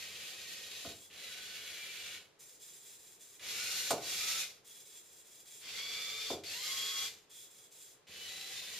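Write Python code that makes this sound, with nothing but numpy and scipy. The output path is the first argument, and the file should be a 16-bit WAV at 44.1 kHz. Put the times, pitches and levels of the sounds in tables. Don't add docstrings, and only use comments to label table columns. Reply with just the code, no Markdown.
import sys
import numpy as np
from scipy import signal
from scipy.fft import rfft, irfft, next_fast_len
from scipy.io import wavfile

SR = 44100
rng = np.random.default_rng(int(sys.argv[2]) if len(sys.argv) > 2 else 0)


def to_wav(s):
    ch = np.atleast_2d(s).T
    pcm = np.round(np.clip(ch, -1, 1) * 32767)
    wavfile.write(sys.argv[1], SR, pcm.astype(np.int16))


N = 387638
T = np.arange(N) / SR

# (Hz, Hz).
MOTOR_RUNS = [(-.3, 0.917, .06, 0.061, "creep", -64, 4.6, (-55, -3.1), (-50.5, 0), -0.013, (632, 640)),
              (1.099, 2.159, .052, 0.054, "creep", -65, 10, (-53, 2), (-51, 1), 0.0031, (740, 720)),
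              (3.394, 3.915, .062, 0.066, "fast", -60.5, 7.5, (-46.4, 0), (-42.3, 5), 0.06, (1410, 1390)),
              (3.998, 4.416, .06, 0.043, "fast", -60.5, 2, (-45, 7), (-40, 1), 0.2, (1300, 1150)),
              (5.611, 6.316, .056, .052, "turn", -63, 7, (-50.7, -1.7), (-46, 2.2), .07, (1149, 1120)),
              (6.435, 7.061, .06, 0.06, "turn back", -63.5, 14, (-49.3, 0), (-42, 0), 0.02, (1000, 1160)),
              (8.069, 8.85, .059, 0.06, "creep", -64.5, 10.5, (-54.3, 0), (-49.3, 2.6), 0.016, (660, 626))]
# frequency in Hz, density in dB per Hz.
CREEP_COLOUR = [(470, -29), (800, -32), (873, -35), (1050, -19), (1360, -9.5), (1470, -9), (1580, -5.5),
                (1910, -0.5), (2160, -3.5), (2300, 0), (4010, 0.5), (5680, -4.5), (7460, -4), (8130, -10),
                (13000, -12), (15500, -22.5)]
FAST_COLOUR = [(470, -52), (800, -13.5), (883, -23.5), (1180, -16), (1270, -14), (1450, -11.5), (1600, -11),
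               (2320, -3.5), (3130, -6.5), (3630, 0), (7460, -2), (8130, -8), (13000, -10), (14400, -12.5),
               (15500, -38)]
TURN_COLOUR = [(950, -19.5), (1300, -12), (1700, -10.5), (2300, -3.5), (2900, -6), (3450, 0), (4000, -6),
               (4500, -2), (6300, -9), (7600, -8), (8400, -16.5), (11800, -19), (13000, -13.5),
               (15000, -31)]
TURN_BACK_COLOUR = [(470, -40), (800, -9), (873, -22), (952, -25), (1380, -9), (2100, 0), (2300, -2.5),
                    (4480, -0.5), (5890, -4), (7460, -2.5), (9210, -14.5), (12900, -9), (15500, -32)]
GAIT_COLOURS = {"creep": CREEP_COLOUR, "fast": FAST_COLOUR, "turn": TURN_COLOUR, "turn back": TURN_BACK_COLOUR}
# frequency in Hz, width in Hz, level of the added band in dB.
HULL_MODES = [(1490, 24, 1), (2070, 30, -3), (2340, 200, -10.5), (2834, 200, -6.5), (3325, 77, -3),
              (3920, 440, -16.5), (4480, 71, -8.5)]
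# start in seconds, stop in seconds, pitch at full speed in Hz, level in dB,
# roughness from 0 to 1.
GEAR_WHINES = [(0, .14, 2096, -63, 0.89), (0, 0.885, 1890, -65, 0.55), (0, 0.552, 2350, -60, 0.65),
               (0, 0.854, 2560, -57.5, 0.8), (0.148, 0.598, 2820, -62, .8),
               (1.277, 1.547, 1500, -60.5, 0.45), (1.299, 2.17, 3360, -58, 0.7),
               (1.67, 2.2, 2340, -56.5, 0.85), (1.9, 2.17, 2830, -58, 0.6), (3.548, 3.87, 1480, -55, 0.5),
               (3.57, 3.7, 2480, -54, .6), (3.6, 3.8, 4320, -53, 0.5), (3.648, 3.872, 2760, -55, .3),
               (4.09, 4.21, 3760, -51, .5), (4.2, 4.4, 3370, -52, .5), (4.18, 4.39, 1240, -54, 0.45),
               (4.2, 4.44, 2345, -51.5, 0.6), (5.78, 6.34, 3420, -46.5, 0.27),
               (5.73, 6.216, 2230, -51.5, .25), (5.83, 6.283, 2335, -56, 0.35),
               (5.75, 6.272, 2020, -59.5, 0.35), (5.903, 6.25, 1245, -62.5, 0.55),
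               (5.8, 6.28, 1115, -65, .55), (6.49, 6.6, 3290, -52, .6), (6.53, 6.8, 2130, -56, 0.5),
               (6.55, 6.66, 4352, -50, 0.45), (6.59, 6.68, 5480, -51, 0.6), (6.6, 6.76, 3300, -50, .35),
               (6.764, 7.055, 3268, -40.3, 0.15), (6.62, 7.045, 1262, -59, .4),
               (6.53, 6.62, 1083, -62.5, .4), (6.672, 7.06, 1083, -57, .22), (8.27, 8.47, 3960, -52, .5),
               (8.25, 8.5, 2000, -57, .45), (8.52, 8.8, 1920, -61, .7), (8.299, 8.598, 773, -68, .5),
               (8.552, 8.7, 4060, -56, .6), (8.55, 8.8, 1040, -69, .6)]
# start in seconds, stop in seconds, pitch in Hz, level in dB.
HULL_RINGS = [(.58, .93, 3830, -57.5), (1.17, 1.37, 3880, -56), (1.28, 1.35, 2900, -57),
              (1.41, 1.55, 4490, -59), (3.43, 3.47, 2950, -54), (3.54, 3.61, 2300, -49),
              (4.055, 4.09, 3900, -49), (4.1, 4.19, 3330, -48), (5.675, 5.715, 2670, -54),
              (5.72, 5.77, 2080, -55), (5.75, 5.97, 4570, -51.5), (6.17, 6.29, 4470, -51),
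              (6.455, 6.55, 4490, -48.5), (6.485, 6.52, 2600, -48), (6.51, 6.56, 2760, -50.5),
              (8.14, 8.27, 3000, -52.5), (8.28, 8.31, 2520, -56), (8.52, 8.7, 3630, -53)]
# frequency in Hz, density in dB per Hz.
TREAD_COLOUR = [(26, -33), (45, -38), (86, -1), (118, -11.5), (200, -4.5), (253, -13.5), (388, -5),
                (425, -2.5), (551, -3.5), (619, -8.5), (761, -6.5), (890, -18), (1000, -10), (1300, -11.5),
                (2200, -120)]
# start in seconds, stop in seconds, level in dB, ring of the case in dB,
# centre of the sizzle in Hz.
SERVO_STEPS = [(0.912, 1.053, -59, 8, 9500), (2.388, 2.552, -58.5, -36, 9400), (2.595, 2.772, -55, 2, 9450),
               (2.798, 2.954, -57.5, 1, 9400), (2.983, 3.152, -59.5, -7, 9500),
               (3.192, 3.358, -59, -2, 9450), (4.642, 4.82, -56, 7, 9350), (4.85, 4.998, -57, 8, 8850),
               (5.035, 5.205, -59.5, 4, 8950), (5.242, 5.408, -59.5, 3, 9450), (5.45, 5.62, -55.5, 7, 9400),
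               (7.294, 7.45, -55.5, 13, 8950), (7.495, 7.65, -59.5, 7, 9000),
               (7.705, 7.916, -58.5, 4, 9150)]
# frequency in Hz, density in dB per Hz.
SERVO_COLOUR = [(880, -65), (1500, -14), (2310, -5.5), (2860, -8.5), (3120, -10), (3400, -4.5), (3950, -1),
                (4300, -7.5), (5140, -1.5), (5610, -5.5), (6000, -2), (7450, 1.5), (8130, -5), (9230, -5.5),
                (10700, -5), (11800, -12.5), (13600, -3.5), (15500, -15)]
# time in seconds, thud in dB before trim,
# centre of the contact force in Hz, its breadth as a frequency ratio, crack in dB.
CONTACTS = [(0.848, -36.5, 660, 1.15, -71), (0.849, -42, 1250, 1.4, -75), (0.851, -36, 280, 1.3, -80),
            (0.867, -35.5, 135, 1.6, -80), (0.895, -45, 330, 1.5, -80), (0.92, -45, 440, 1.15, -85),
            (3.906, -21.3, 760, 1.45, -27), (3.915, -31, 1100, 1.4, -44), (3.922, -33, 125, 1.4, -60),
            (3.93, -25, 430, 1.7, -44), (3.977, -37.5, 580, 1.3, -60), (6.301, -26, 780, 1.12, -48),
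            (6.304, -24, 370, 1.25, -55), (6.329, -30, 390, 1.3, -55), (6.34, -38, 170, 1.6, -60),
            (6.345, -44, 1100, 1.3, -60), (6.38, -42, 400, 1.3, -75), (8.086, -51.5, 140, 1.6, -86)]
# frequency in Hz, level in dB, 60 dB decay time in seconds.
FRAME_MODES = [(85, -9, 0.28), (131, -11.5, 0.22), (180, -10, 0.071), (216, -10, 0.07), (311, -5, 0.067),
               (391, -8, 0.097), (433, -6.5, 0.1), (476, -8.5, 0.093), (562, 1, 0.023), (670, -0.5, 0.052),
               (733, 1, 0.038), (890, 3, 0.013), (1130, 4.5, 0.01), (1490, -5, 0.044)]
# frequency in Hz, density in dB per Hz.
CRACK_COLOUR = [(900, 4), (2000, -4), (5000, 0), (8000, 2), (10000, -4.5), (15000, -10)]
# frequency in Hz, density in dB per Hz.
AIR_COLOUR = [(25, -10.5), (60, -12), (130, -3), (250, -7.5), (430, 2), (600, -5.5), (900, -8), (2000, -11),
              (4000, -14), (8000, -23.5), (15000, -37)]
# frequency in Hz, side over mid in dB.
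STEREO_WIDTH = [(30, -28), (100, -7.5), (500, -6), (1000, -4.5), (2200, -3.5), (4000, -2), (8000, 4.5),
                (14000, 2)]

AIR_DB = -68.5
HALL_T60_S, HALL_DB = 0.29, 0
CUTOFF_HZ = 15200


def gearboxes(coast_s=0.051, flutter_db=0.9, split_hz=3400, grind_db=1.4, hiss_db=0.06, jolt_s=0.013,
              shudder=.002, sag_s=1.3, standstill=0.14, grind_power=0.97, hiss_power=1.28):
    out = np.zeros((2, N))
    for on, off, spin_s, rise_s, gait, _, jolt_db, grind_load, hiss_load, creep, motors in MOTOR_RUNS:
        t = on + T[:2 * SR]
        speed = motor_speed(t, on, off, spin_s, creep)
        held = np.clip(np.interp(np.minimum(t, off), t, speed), .4, 2)

        sound = 0
        for mesh_hz in motors:
            teeth = gear_teeth(mesh_hz * held * (1 + shudder * drift(70, len(t))))
            boxed = colour(resonate(teeth, HULL_MODES), GAIT_COLOURS[gait])
            sound = sound + passing_walls(boxed)
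        grind = cut(sound, split_hz, "low", order=5)
        hiss = cut(sound, split_hz, "high", order=5)

        effort = standstill + (1 - standstill) * gate(t, on, off, rise_s, sag_s)
        grind_level = from_db(grind_db) * gear_level(t, on, off, *grind_load) * effort ** grind_power
        hiss_level = from_db(hiss_db) * gear_level(t, on, off, *hiss_load) * effort ** hiss_power
        gears = grind_level * grind / grind.mean(0).std() + hiss_level * hiss / hiss.mean(0).std()

        jolt = jolt_db * np.exp((on - t) / jolt_s)
        flutter = flutter_db * drift(49.25, len(t))
        add(out, gears * from_db(jolt + flutter) * gate(t, on, off, 0.00054, coast_s), on)
    return out


def motor_speed(t, on, off, spin_s, creep, coast_s=1.3, wander=.0015):
    return gate(t, on, off, spin_s, coast_s) * (1 + creep * (t - on)) * (1 + wander * drift(14, len(t)))


def gear_teeth(mesh_hz, uneven=0.17, chance=0.39, rub=1.0, throb=0.2, count=10):
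    teeth = np.cumsum(mesh_hz) / SR
    tooth = teeth.astype(int)
    own = uneven * rms_one(rng.standard_normal(count))[tooth % count]
    strength = 0.27 + own + chance * rng.standard_normal(len(teeth))
    clicks = rms_one(np.diff(tooth, prepend=0) * strength)
    rubbing = rub * rng.standard_normal(len(teeth))
    return (clicks + rubbing) * (1 + throb * np.sin(2 * np.pi * teeth / count))


def gear_level(t, on, off, db, swell_db_per_s):
    return from_db(db + swell_db_per_s * (np.minimum(t, off) - (on + off) / 2))


def passing_walls(x, change_per_s=1.827):
    here = hallway(x, HALL_DB, HALL_T60_S)
    there = hallway(x, HALL_DB, HALL_T60_S)
    turn = 2 * np.pi * (change_per_s * T[:len(x)] + rng.random())
    return (here + there) / 2 + (here - there) / np.sqrt(2) * np.cos(turn)


def whines(whine_db=0, rise_s=0.0083, fall_s=0.016, rattle_per_s=75, spread=0.24, wide_hz=3500):
    out = np.zeros((2, N))
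    for start, stop, full_hz, db, rough in GEAR_WHINES:
        on, off, spin_s, *_, creep, _ = [run for run in MOTOR_RUNS if run[0] < start][-1]
        t = start + T[T < stop - start + .15]
        pitch_hz = full_hz * motor_speed(t, on, off, spin_s, creep)
        tone = rough_tone(pitch_hz, rough, rattle_per_s, spread * min(full_hz / wide_hz, 1))
        add(out, from_db(whine_db + db) * gate(t, start, stop, rise_s, fall_s) * tone, start)
    return out


def hull_rings(ring_db=0, rise_s=.012, fall_s=.025, rough=.75, rattle_per_s=90, spread=.25):
    out, t = np.zeros((2, N)), T[:SR * 3 // 4]
    for start, stop, hz, db in HULL_RINGS:
        tone = rough_tone(np.full(len(t), hz), rough, rattle_per_s, spread)
        add(out, from_db(ring_db + db) * gate(t, 0, stop - start, rise_s, fall_s) * tone, start)
    return out


def rough_tone(hz, rough, rattle_per_s, spread):
    size, rough = len(hz), np.clip(rough, 0, 1)
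    tone = np.exp(2j * np.pi * np.cumsum(hz) / SR)
    rattle = drift(rattle_per_s, size) + 1j * drift(rattle_per_s, size)
    tone = tone * (np.sqrt(1 - rough ** 2) + rough * rattle)
    side = spread * (drift(14.3, size) + 1j * drift(13.5, size))
    return np.real(tone * (1 + side * [[1], [-1]]))


def treads(lumpy_db=-0.5, rise_s=0.028, fall_s=0.1):
    level = sum(from_db(db) * gate(T, on, off, rise_s, fall_s) for on, off, _, _, _, db, *_ in MOTOR_RUNS)
    padding = rms_one(cut(colour(diffuse(N), TREAD_COLOUR), 1500, "low", order=4))
    return level * from_db(lumpy_db * drift(40, N)) * padding


def turning_hum(hum_hz=436, hum_db=-65.5, rise_s=0.26, fall_s=0.05, blur=0.0063, waver=0.32):
    turns = [run for run in MOTOR_RUNS if run[4].startswith("turn")]
    level = sum(gate(T, on, off, rise_s, fall_s) for on, off, *_ in turns)
    phase = 2 * np.pi * np.cumsum(hum_hz * (1 + blur * drift(30, N))) / SR
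    return np.sqrt(2) * from_db(hum_db) * level * np.sin(phase) * (1 + waver * drift(40, N))


def servo(mesh_hz=1700, rise_s=0.006, fall_s=0.022, flutter_db=1.8, wet_db=-2.5, t60=0.25,
          ring_hz=3350, ring_width_hz=100, buzz_hz=7600, buzz_width_hz=160, buzz_db=2,
          sizzle_width_hz=260, sizzle_db=1):
    out, t = np.zeros(N), T[:SR // 2]
    for start, stop, db, ring_db, sizzle_hz in SERVO_STEPS:
        rate_hz = mesh_hz * (1 + .04 * drift(30, len(t)))
        teeth = colour(gear_teeth(rate_hz, chance=1.0, rub=0.96, throb=0.06), SERVO_COLOUR)
        case = [(ring_hz, ring_width_hz, ring_db),
                (buzz_hz, buzz_width_hz, buzz_db),
                (sizzle_hz, sizzle_width_hz, sizzle_db)]
        level = from_db(db + flutter_db * drift(62.6, len(t))) * gate(t, 0, stop - start, rise_s, fall_s)
        add(out, level * rms_one(resonate(teeth, case)), start)
    return hallway(out, wet_db, t60)


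def bumps(crack_s=0.011, thud_db=-2.0, wet_db=-0.5, t60=0.38, upper_t60=0.29, boom_hz=750, spread=0.24):
    knocks, cracks = np.zeros(N), np.zeros(N)
    t = T[:SR // 10]
    for s, db, hz, breadth, crack_db in CONTACTS:
        click = 1.0 * (t == 0)
        add(knocks, from_db(db) * cut(click, [hz / breadth, hz * breadth], "band", order=1), s)
        crack = rms_one(colour(rng.standard_normal(len(t)), CRACK_COLOUR)) * np.exp(-t / crack_s)
        add(cracks, from_db(crack_db) * crack, s)

    thud = 0
    for k, (hz, db, decay_s) in enumerate(FRAME_MODES):
        thud = thud + (-1) ** k * from_db(db) * ring(knocks, hz, decay_s)
    thud = from_db(thud_db) * thud
    boom = cut(thud, boom_hz, "low", order=1)
    thud = hallway(boom, wet_db, t60) + hallway(thud - boom, wet_db, upper_t60)
    thud = spread * thud + (1 - spread) * thud.mean(0)
    return thud + hallway(cracks, wet_db=-5.5, t60=0.055)


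def house_air():
    return from_db(AIR_DB) * rms_one(colour(diffuse(N), AIR_COLOUR))


def hallway(x, wet_db, t60):
    t = T[:SR // 2]
    tail = diffuse(len(t)) * from_db(-60 * t / t60) * (t > .002)
    response = from_db(wet_db) * tail / np.sqrt(np.sum(tail.mean(0) ** 2))
    response[:, 0] += 1
    heard = signal.fftconvolve(x[None], response, axes=1)[:, :len(x)]
    return heard / np.sqrt(1 + from_db(2 * wet_db))


def diffuse(size):
    mid, side = rng.standard_normal((2, size))
    return mid + colour(side, STEREO_WIDTH) * [[1], [-1]]


def resonate(x, modes):
    return x + sum(from_db(db) * signal.lfilter(*signal.iirpeak(hz, hz / width, SR), x)
                   for hz, width, db in modes)


def ring(clicks, hz, t60):
    r = from_db(-60 / (t60 * SR))
    w = 2 * np.pi * hz / SR
    return signal.lfilter([0, np.sin(w)], [1, -2 * r * np.cos(w), r * r], clicks + 1e-18)


def colour(x, spectrum):
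    size = next_fast_len(x.shape[-1], True)
    hz, db = np.transpose(spectrum)
    bins = np.maximum(np.arange(size // 2 + 1) * SR / size, 1)
    gain = from_db(np.interp(np.log(bins), np.log(hz), db)) * np.minimum(bins / hz[0], 1) ** 2
    return irfft(rfft(x, size) * gain, size)[..., :x.shape[-1]]


def cut(x, hz, kind, order=2):
    return signal.sosfilt(signal.butter(order, hz, kind, fs=SR, output="sos"), x)


def drift(rate, size):
    knots = rng.standard_normal(2048)
    return np.interp(np.arange(size) / SR * rate, np.arange(len(knots)), knots)


def gate(t, start, stop, rise, fall):
    swell = 1 - np.exp(-np.maximum(t - start, 0) / rise)
    return swell * np.exp(-np.maximum(t - stop, 0) / fall)


def from_db(db):
    return 10 ** (np.asarray(db) / 20)


def rms_one(x):
    return x / np.sqrt(np.mean(x ** 2) + 1e-20)


def add(out, sound, start):
    at = round(start * SR)
    part = sound[..., max(-at, 0):N - at]
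    out[..., max(at, 0):max(at, 0) + part.shape[-1]] += part


def scene():
    drive = gearboxes() + whines() + hull_rings() + treads() + turning_hum()
    return drive + servo() + bumps() + house_air()


def record(dry):
    notched = cut(dry, [7780, 8040], "bandstop")
    return signal.sosfilt(signal.ellip(10, .1, 80, CUTOFF_HZ, fs=SR, output="sos"), notched)


dry = scene()
out = record(dry)
to_wav(out)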